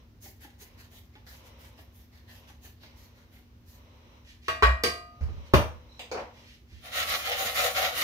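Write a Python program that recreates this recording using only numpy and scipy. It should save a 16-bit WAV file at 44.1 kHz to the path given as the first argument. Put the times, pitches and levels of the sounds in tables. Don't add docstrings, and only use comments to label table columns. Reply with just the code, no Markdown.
import sys
import numpy as np
from scipy import signal
from scipy.fft import rfft, irfft, next_fast_len
from scipy.io import wavfile

SR = 44100
rng = np.random.default_rng(int(sys.argv[2]) if len(sys.argv) > 2 else 0)


def transcribe(u):
    v = np.clip(np.atleast_2d(u).T, -1, 1)
    q = np.round(v * 32767).astype(np.int16)
    wavfile.write(sys.argv[1], SR, q)


N = 354123


def amp(db):
    return 10 ** (np.asarray(db) / 20)


def unit(x):
    return x / np.sqrt(np.mean(x ** 2) + 1e-20)


def along(points, hz):
    point_hz, values = np.transpose(points)
    return np.interp(np.log(hz + 1), np.log(point_hz + 1), values)


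def add(track, s, x):
    part = track[..., round(s * SR):][..., :x.shape[-1]]
    part += x[..., :part.shape[-1]]


def filtered(x, response):
    n = x.shape[-1]
    padded = next_fast_len(n + SR // 2, True)
    hz = np.fft.rfftfreq(padded, 1 / SR)
    return irfft(rfft(x, padded) * response(hz), padded)[..., :n]


def coloured(x, spectrum):
    return filtered(x, lambda hz: amp(along(spectrum, hz)))


def resonate(x, modes):
    def response(f):
        return sum(amp(db) * 1j * f * width / (centre ** 2 - f ** 2 + 1j * f * width)
                   for centre, width, db in modes)
    return filtered(x, response)


def grains(rate, spread_db):
    happens = rng.random(N) < rate / SR
    sizes = rng.standard_normal(N) * amp(spread_db * rng.standard_normal(N))
    return unit(happens * sizes)


# (frequency [Hz], left-right likeness [-1 to 1])
ALIKE = [(100, 0.97), (300, 0.79), (700, 0.56), (1200, -0.14), (2300, -0.11), (6000, 0.0036),
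         (10000, -0.018)]


def half_turn(alike, hz):
    return np.arccos(np.clip(along(alike, hz), -1, 1)) / 2


def ring(modes, attack, alike=ALIKE):
    t = np.arange(SR) / SR
    out = np.zeros((2, SR))
    for hz, t60, db in modes:
        apart = half_turn(alike, hz) * rng.choice([-1, 1])
        fade = amp(db - 60 * t / t60)
        out += fade * np.sin(2 * np.pi * hz * t + np.array([[apart], [-apart]]))
    return out * (1 - np.exp(-t / attack)) * (1 - t ** 4)


def diffuse(pair):
    def blend(hz):
        turn = half_turn(ALIKE, hz)
        return np.array([np.cos(turn), np.sin(turn)])
    mid, side = filtered(pair, blend)
    return np.array([mid + side, mid - side])


# (frequency [Hz], time to fall by 60 dB [s])
KITCHEN = [(80, 0.34), (300, 0.29), (1000, 0.38), (4000, 0.29), (8000, 0.33), (15000, 0.28)]


def kitchen(x, direct_db):
    hz, t, bins = signal.stft(rng.standard_normal((2, SR // 2)), SR, nperseg=256)
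    fade = amp(-60 * t / along(KITCHEN, hz)[:, None])
    tail = diffuse(signal.istft(bins * fade, SR, nperseg=256)[1])
    tail = np.pad(tail / np.linalg.norm(tail[0]), ((0, 0), (SR // 500, 0)))
    tail[1, 0] = tail[0, 7] = amp(direct_db)
    return signal.fftconvolve(x[None], tail / np.linalg.norm(tail[0]), axes=1)[:, :N]


def knock(colour_db, t60, direct_db, size=4096):
    cepstrum = irfft(colour_db(np.fft.rfftfreq(size, 1 / SR)) * np.log(10) / 20)
    causal = np.r_[cepstrum[0], 2 * cepstrum[1:size // 2], np.zeros(size // 2)]
    colour_filter = irfft(np.exp(rfft(causal)))
    t = np.arange(SR // 4) / SR
    burst = rng.standard_normal(len(t)) * amp(-60 * t / t60)
    x = kitchen(signal.fftconvolve(burst, colour_filter), direct_db)
    return x / np.sqrt(np.sum(x ** 2) / 2 / (SR / 10))


def moving(x, gain, direct_db, shift_db, size=12288):
    out, window = np.zeros((2, N)), np.hanning(size) ** .5
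    bands = np.geomspace(400, 15000, 18)
    for i in range(-size // 2, N, size // 2):
        start = max(i, 0)
        if gain[start:start + size].max() > 1e-5:
            piece = x[start:start + size] * window[:N - start]
            shifts_db = shift_db * rng.standard_normal(len(bands))
            piece = coloured(piece, np.c_[bands, shifts_db])
            add(out, start / SR, kitchen(unit(piece), direct_db))
    return gain * out


CATCH_PER_S, CATCH_DB = 70, 1.33


def stroked(starts, lengths, levels_db, attack_s, sag_db_per_s, release_db_per_s):
    power, t = np.zeros(N), np.arange(SR // 2) / SR
    swell = np.sin(np.pi / 2 * np.minimum(t / attack_s, 1)) ** 2
    for s, length, db in zip(starts, lengths, levels_db):
        sag_db = sag_db_per_s * np.maximum(t - attack_s, 0)
        release_db = release_db_per_s * np.maximum(t - length, 0)
        add(power, s, (swell * amp(db - sag_db - release_db)) ** 2)
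    knots = rng.standard_normal(size=4096)
    catches = np.interp(np.arange(N) / SR * CATCH_PER_S, np.arange(len(knots)), knots)
    return np.sqrt(power) * amp(CATCH_DB * catches)


# (frequency [Hz], relative level [dB])
ROOM_TONE = [(20, -52.5), (45, -3.5), (66, 3), (100, 0), (150, -13), (300, -14.5), (600, -28), (1200, -29),
             (3000, -34), (6000, -38), (8500, -51), (15000, -39)]
# (frequency [Hz], rms level [dB])
HUM = [(68, -64), (239, -66.5)]


def room_tone():
    t = np.arange(N) / SR
    hum = sum(amp(db) * np.sqrt(2) * np.sin(2 * np.pi * hz * t) for hz, db in HUM)
    rumble = diffuse(coloured(rng.standard_normal((2, N)), ROOM_TONE))
    return hum + amp(-55.0) * unit(rumble)


# (time [s], level [dB])
HISS_LEVEL = [(0.0, -62), (0.18, -89), (0.75, -62.5), (1.09, -77), (1.45, -57.5), (1.75, -61.5),
              (2.07, -76.5), (2.45, -60.5), (2.76, -84), (2.9, -60.5), (3.62, -77), (3.78, -63),
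              (4.182, -60), (4.45, -91), (5.45, -56.5), (5.85, -62.5), (6.45, -60), (6.619, -92.5)]
# (frequency [Hz], relative level [dB])
HISS = [(400, -9), (560, -3), (720, -18), (950, -8), (1650, -23.5), (2100, -16), (2400, -17.5),
        (3050, -17.5), (3500, -21.5), (4050, -18), (4500, -37.5), (4850, -25.5), (5150, -30), (5800, -21),
        (6500, -37.5), (12000, -49)]


def hiss():
    level_db = np.interp(np.arange(N) / SR, *np.transpose(HISS_LEVEL))
    noise = coloured(rng.standard_normal((2, N)), HISS)
    noise = filtered(noise, lambda hz: hz ** 2 / (hz ** 2 + 350 ** 2))
    return amp(level_db) * unit(diffuse(noise))


# (time [s], relative level [dB])
STEPS = [(5.209, -21.5), (5.285, -29), (5.365, -34), (5.743, -42), (6.722, -43.5)]
# (frequency [Hz], time to fall by 60 dB [s], relative level [dB])
FLOOR = [(43.2, 0.37, -14), (72.7, 0.25, 0.5), (79.9, 0.24, -4.5), (127.6, 0.19, -15.5)]
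# (frequency [Hz], relative level [dB])
SOLE = [(80, 6), (350, -8), (800, -15.5), (2000, -21.5), (6000, -39.5), (9000, -58)]
# (frequency [Hz], left-right likeness [-1 to 1])
SHAKEN = [(80, 0.1), (130, 0.38), (300, 0.62), (700, 0.7), (1200, -0.2), (2300, -0.1)]


def steps():
    out = np.zeros((2, N))
    for s, db in STEPS:
        add(out, s, amp(db + 7) * ring(FLOOR, attack=0.025, alike=SHAKEN))
        add(out, s, amp(db - 20.5) * knock(lambda hz: along(SOLE, hz), t60=0.16, direct_db=-1.5))
    return out


# (time [s], relative level [dB], treble
# tilt [about dB per octave])
CLATTER = [(0.917, -51.5, -2), (5.209, -52, 4), (5.23, -47.5, 5), (5.994, -28.5, 6.5), (6.115, -21, 0.5),
           (6.124, -43, -7), (6.147, -24.5, -3.5), (6.174, -24, -2.5), (6.194, -32.5, -1),
           (6.207, -35, -19.5)]
# (frequency [Hz], relative level [dB])
TOOL = [(88, -27), (150, -31), (216, -12), (343, -11), (505, 1), (649, -7), (728, -3), (936, -7),
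        (2360, -11.5), (5950, -24.5), (8750, -41), (15000, -42.5)]
# (middle time [s], length [s], level [dB])
SLIDES = [(4.292, 0.11, -54), (4.475, 0.14, -54), (5.313, 0.24, -66.5), (5.468, 0.048, -57),
          (6.39, 0.15, -58.5), (6.503, 0.14, -55), (6.754, 0.18, -58.5)]
# (frequency [Hz], relative level [dB])
SLIDE = [(600, -57.5), (1800, 2), (3000, 3.5), (6000, -5), (8500, -17.5), (12000, -15.5), (15000, -22.5)]


def tools():
    out, brush = np.zeros((2, N)), np.zeros(N)
    for s, db, tilt_db in CLATTER:
        colour = lambda hz: along(TOOL, hz) + tilt_db * np.log2(1 + hz / 500)
        add(out, s, amp(db - 16.0) * knock(colour, t60=0.0041, direct_db=-10.5))
    for s, length, db in SLIDES:
        add(brush, s - length / 2, amp(db) * np.hanning(int(length * SR)) ** .5)
    rubbing = unit(coloured(grains(3400, 2.7), SLIDE))
    return out + kitchen(brush * rubbing, direct_db=-5)


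# (start time [s], length [s], level [dB])
BRUSH = (5.86, 0.14, -60.5)
# (frequency [Hz], width [Hz], relative level [dB])
BRUSHED_WIRES = [(3990, 60, 2), (5500, 67, -6)]


def brushed_wires():
    s, length, db = BRUSH
    touch = stroked([s], [length], [db], attack_s=0.087, sag_db_per_s=5, release_db_per_s=200)
    singing = unit(resonate(grains(2000, 2), BRUSHED_WIRES))
    return touch * kitchen(singing, direct_db=-9)


# (time [s], level [dB])
DROP = (5.536, -22)
# (frequency [Hz], relative level [dB])
SLAP = [(18, -59.5), (38, -8), (75, 3), (225, -6.5), (350, -3), (747, -5), (808, -10.5), (996, -8),
        (1260, -9), (1510, -13), (4540, -21), (8720, -36.5), (12300, -34.5), (15500, -32)]
# (frequency [Hz], time to fall by 60 dB [s], relative level [dB])
COUNTER = [(76.1, 0.4, -17.5), (128, 0.13, -19), (184, 0.14, -23), (309.5, 0.24, -24.5),
           (372, 0.071, -11.5), (397, 0.12, -25), (503, 0.74, -41.5), (583, 0.13, -30), (652, 0.054, -16.5),
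           (1000, 0.17, -39), (1104, 0.061, -12.5), (1244, 0.12, -27.5), (1465, 0.075, -28)]
# (frequency [Hz], relative level [dB], time to fall by 60 dB [s])
UTENSILS = [(4300, -9.5, 0.29), (4581, 8, 0.19), (5950, 4.5, 0.33)]


def cheese_drop():
    out = np.zeros((2, N))
    s, db = DROP
    slap = lambda hz: along(SLAP, hz)
    add(out, s, amp(db - 3) * knock(slap, t60=0.019, direct_db=-7.5))
    add(out, s + 0.0028, amp(db) * knock(slap, t60=0.038, direct_db=-4.5))
    add(out, s, amp(3.0) * ring(COUNTER, attack=0.0015, alike=SHAKEN))
    steel = [(hz, t60, level) for hz, level, t60 in UTENSILS]
    add(out, s, amp(-39.5) * ring(steel, attack=0.0064))
    return out


# (time [s], relative ring level [dB], place [0 = plastic frame, 1 = steel edge],
# relative clack level [dB])
TAPS = [(4.482, -4.5, 0.44, -36), (4.624, -13, 0, -25), (4.631, -1, 0.11, -24), (4.836, -0.5, 0.93, -28.5)]
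# (frequency [Hz], time to fall by 60 dB [s],
# level struck by the frame [dB], level struck by the edge [dB]), before the ring level of each tap
PAN = [(391, 0.3, -44, -47), (478, 0.25, -32, -34), (646, 0.6, -28, -37), (701, 0.9, -42, -37),
       (890, 0.3, -27, -45), (1125, 0.26, -11, -30), (1160, 0.2, -19, -37), (1227, 1.0, -36, -32),
       (1268, 0.13, -17, -30), (1502, 0.3, -23, -44), (1590, 0.36, -29, -29), (1900, 0.48, -18, -42),
       (1945, 0.45, -36, -30), (2406, 0.45, -29, -33), (2562, 0.3, -33, -42), (2837, 0.48, -38, -36),
       (4048, 0.38, -48, -36), (4615, 0.4, -49, -32), (4645, 0.38, -52, -33), (4672, 0.41, -59, -30),
       (4724, 0.41, -55, -31), (5593, 0.27, -57, -38)]
# (frequency [Hz], time to fall by 60 dB [s], relative level [dB])
GRIP = [(430, .07, -10), (1075, .06, -7)]
# (frequency [Hz], relative level [dB])
FRAME_CLACK = [(35, -50), (60, 16.5), (115, -30), (248, -11), (291, -18.5), (559, -13), (673, -18),
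               (1150, -8), (1380, -13.5), (1910, -13), (2150, -22.5), (2470, -12.5), (8000, -43),
               (11500, -47.5), (15500, -45)]
# (frequency [Hz], relative level [dB])
EDGE_CLACK = [(59, -32.5), (100, -12), (477, 3.5), (552, -17), (627, -5), (917, -18), (1110, 2.5),
              (1310, -9), (1920, -3.5), (3180, -7.5), (4660, -7), (5070, -10), (15500, -24)]


def taps():
    out = np.zeros((2, N))
    boom = [mode for mode in COUNTER if mode[0] < 200]
    for s, db, place, clack_db in TAPS:
        place = np.clip(place, 0, 1)
        modes = [(hz, t60, frame_db + place * (edge_db - frame_db)) for hz, t60, frame_db, edge_db in PAN]
        add(out, s, amp(db) * ring(modes, attack=.002))
        add(out, s, amp(clack_db + 16.5) * (1 - place) * ring(GRIP, attack=0.00092))
        add(out, s, amp(db - 18.5 + 3 * place) * ring(boom, attack=.015))
        colour = lambda hz: (1 - place) * along(FRAME_CLACK, hz) + place * along(EDGE_CLACK, hz)
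        add(out, s, amp(clack_db + 1.0) * knock(colour, t60=0.022, direct_db=-4.5))
    return out


# (start time [s], length [s], scrape level [dB], wire ring level [dB], splash level [dB])
WHISKING = [ (6.798, 0.084, -50.5, -55, -55), (6.901, .105, -33.5, -44, -38.5),
            (7.039, 0.11, -33, -48, -37), (7.209, 0.12, -35.5, -39.5, -41.5),
            (7.343, 0.13, -34, -38.5, -35), (7.52, 0.15, -30.5, -38.5, -33.5),
            (7.72, 0.14, -31, -35.5, -37.5), (7.914, 0.13, -33.5, -50, -35.5), ]
# (frequency [Hz], width [Hz], relative level [dB])
WIRES = [(484, 14, -3), (508, 14, -2), (556, 12, -4), (576, 10, 0), (630, 10, -3), (685, 22, -5),
         (735, 10, 3), (768, 10, 1)]
# (frequency [Hz], width [Hz], relative level [dB])
OVERTONES = [(1130, 10, 0), (1270, 40, -6), (1373, 30, -3), (1871, 16, -2), (2063, 30, -2), (2411, 10, -1),
             (2726, 12, -1), (2909, 12, 1), (3129, 12, 2), (3690, 40, -6), (3951, 20, -1), (6850, 60, -9)]
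# (frequency [Hz], relative level [dB])
SCRAPE = [(200, -39), (430, -27), (600, 4), (900, -12), (1350, 7.5), (1600, -1.5), (2000, 7.5), (2500, 1.5),
          (3700, 3.5), (4700, -3.5), (6800, -9), (8200, -43), (15000, -12.5)]
# (frequency [Hz], relative level [dB])
SPLASH = [(3000, -1), (6500, 4.5), (8200, -4), (9300, 3.5), (10300, 2.5), (12500, 6), (15500, 2)]
SWEEP_RISE_S, SWEEP_SAG_DB_PER_S = 0.077, 14
SCRAPE_RELEASE_DB_PER_S, WIRE_RELEASE_DB_PER_S, SPLASH_RELEASE_DB_PER_S = 139, 170, 133
WIRE_LAG_S = 0.0099
WIRE_PAN_DB = 2


def whisk():
    starts, lengths, scrape_db, wire_db, splash_db = np.transpose(WHISKING)
    scrape = stroked(starts, lengths, scrape_db, SWEEP_RISE_S, SWEEP_SAG_DB_PER_S, SCRAPE_RELEASE_DB_PER_S)
    wires = stroked(starts + WIRE_LAG_S, lengths, wire_db,
                    SWEEP_RISE_S, SWEEP_SAG_DB_PER_S, WIRE_RELEASE_DB_PER_S)
    splash = stroked(starts, lengths, splash_db, SWEEP_RISE_S, SWEEP_SAG_DB_PER_S, SPLASH_RELEASE_DB_PER_S)
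    slips = grains(1000, 3.9)
    out = moving(coloured(slips, SCRAPE), scrape, direct_db=-9.0, shift_db=0.5)
    out += moving(resonate(slips, OVERTONES), amp(-5) * scrape, direct_db=-21.0, shift_db=3.5)
    band = lambda hz: 1 / (1 + (470 / (hz + 1)) ** 30 + (hz / 880) ** 16)
    loops = filtered(resonate(grains(250, 2), WIRES), band)
    pan_gain = amp([[WIRE_PAN_DB], [-WIRE_PAN_DB]])
    out += pan_gain * moving(loops, wires, direct_db=-10.5, shift_db=1.5)
    rumble = unit(resonate(slips, [(73, 5.5, 14), (110, 13, -16)]))
    out += amp(-20.5) * scrape * rumble
    drops = coloured(grains(2500, 1.9), SPLASH)
    return out + moving(drops, splash, direct_db=-26, shift_db=-2.0)


# (start time [s], length [s], rasp level [dB], plate level [dB])
GRATING = [ (0.198, 0.088, -52, -59), (0.387, 0.035, -54, -54), (0.574, 0.046, -52, -56),
           (0.756, 0.06, -61.5, -58.5), (0.89, 0.1, -58.5, -61), (1.11, 0.032, -81, -66),
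           (1.244, 0.11, -57, -57), (1.422, 0.046, -62.5, -61), (1.561, .11, -61, -62.5),
           (1.75, 0.067, -64, -65), (1.91, 0.11, -62.5, -71), (2.103, 0.083, -70, -65),
           (2.259, 0.11, -60.5, -58.5), (2.453, 0.051, -64.5, -60.5), (2.6, 0.076, -56.5, -60.5),
           (2.784, .085, -71, -61.5), (2.938, .11, -62, -65), (3.127, .09, -74, -67),
           (3.295, 0.094, -66, -65.5), (3.644, 0.11, -63, -67.5), ]
# (frequency [Hz], relative level [dB])
RASP = [(1500, -49), (2500, -11), (4500, -4), (6500, 1), (8500, -9.5), (10000, -4), (12000, 2.5),
        (15000, 1)]
# (frequency [Hz], relative level [dB])
PLATE = [(150, -6), (400, -3), (850, -0.5), (1300, -5.5), (1850, 4), (2500, -2.5), (3050, 0.5),
         (3550, -1.5), (4500, -2), (8000, -17.5)]
# (time [s], level [dB], ring pitch [Hz])
BUMPS = [(0.256, -62.5, 790), (0.446, -57, 773), (0.613, -62, 415), (1.154, -59, 840), (1.79, -61, 694),
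         (2.499, -63.5, 840), (2.648, -63, 1760), (2.835, -60, 600)]
# (frequency [Hz], relative level [dB])
FRAME = [(150, -17), (280, 7.5), (600, -10), (850, -1.5), (1200, -10), (1800, -2), (3500, -6), (8000, -31)]
BITE_S, BITE_SAG_DB_PER_S = 0.057, 15
RASP_RELEASE_DB_PER_S, PLATE_RELEASE_DB_PER_S = 197, 152


def grating():
    starts, lengths, rasp_db, plate_db = np.transpose(GRATING)
    rasp = stroked(starts, lengths, rasp_db, BITE_S, BITE_SAG_DB_PER_S, RASP_RELEASE_DB_PER_S)
    plate = stroked(starts, lengths, plate_db, BITE_S, BITE_SAG_DB_PER_S, PLATE_RELEASE_DB_PER_S)
    crumbs = coloured(grains(5000, 2), RASP)
    rub = coloured(grains(1500, 7.2), PLATE)
    out = moving(crumbs, rasp, direct_db=-15.5, shift_db=-2.5)
    out += moving(rub, plate, direct_db=-10.5, shift_db=4.0)
    for s, db, pitch_hz in BUMPS:
        colour = lambda hz: along(FRAME, hz) + 13 / (1 + ((hz - pitch_hz) / 60) ** 2)
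        add(out, s, amp(db) * knock(colour, t60=0.12, direct_db=4.0))
    return out


def scene():
    background = room_tone() + hiss() + steps()
    handling = tools() + brushed_wires() + cheese_drop()
    return background + handling + taps() + whisk() + grating()


# (frequency [Hz], left minus right [dB])
BALANCE = [(200, 0), (800, 1.5), (2200, 1), (5000, -5), (9000, -1), (14000, 2.5)]
TOP_HZ = 15650


def record(dry):
    def response(hz):
        balance = amp(np.outer([.5, -.5], along(BALANCE, hz)))
        return balance / (1 + (hz / TOP_HZ) ** 200)
    return filtered(dry, response)


dry = scene()
out = record(dry)
transcribe(out)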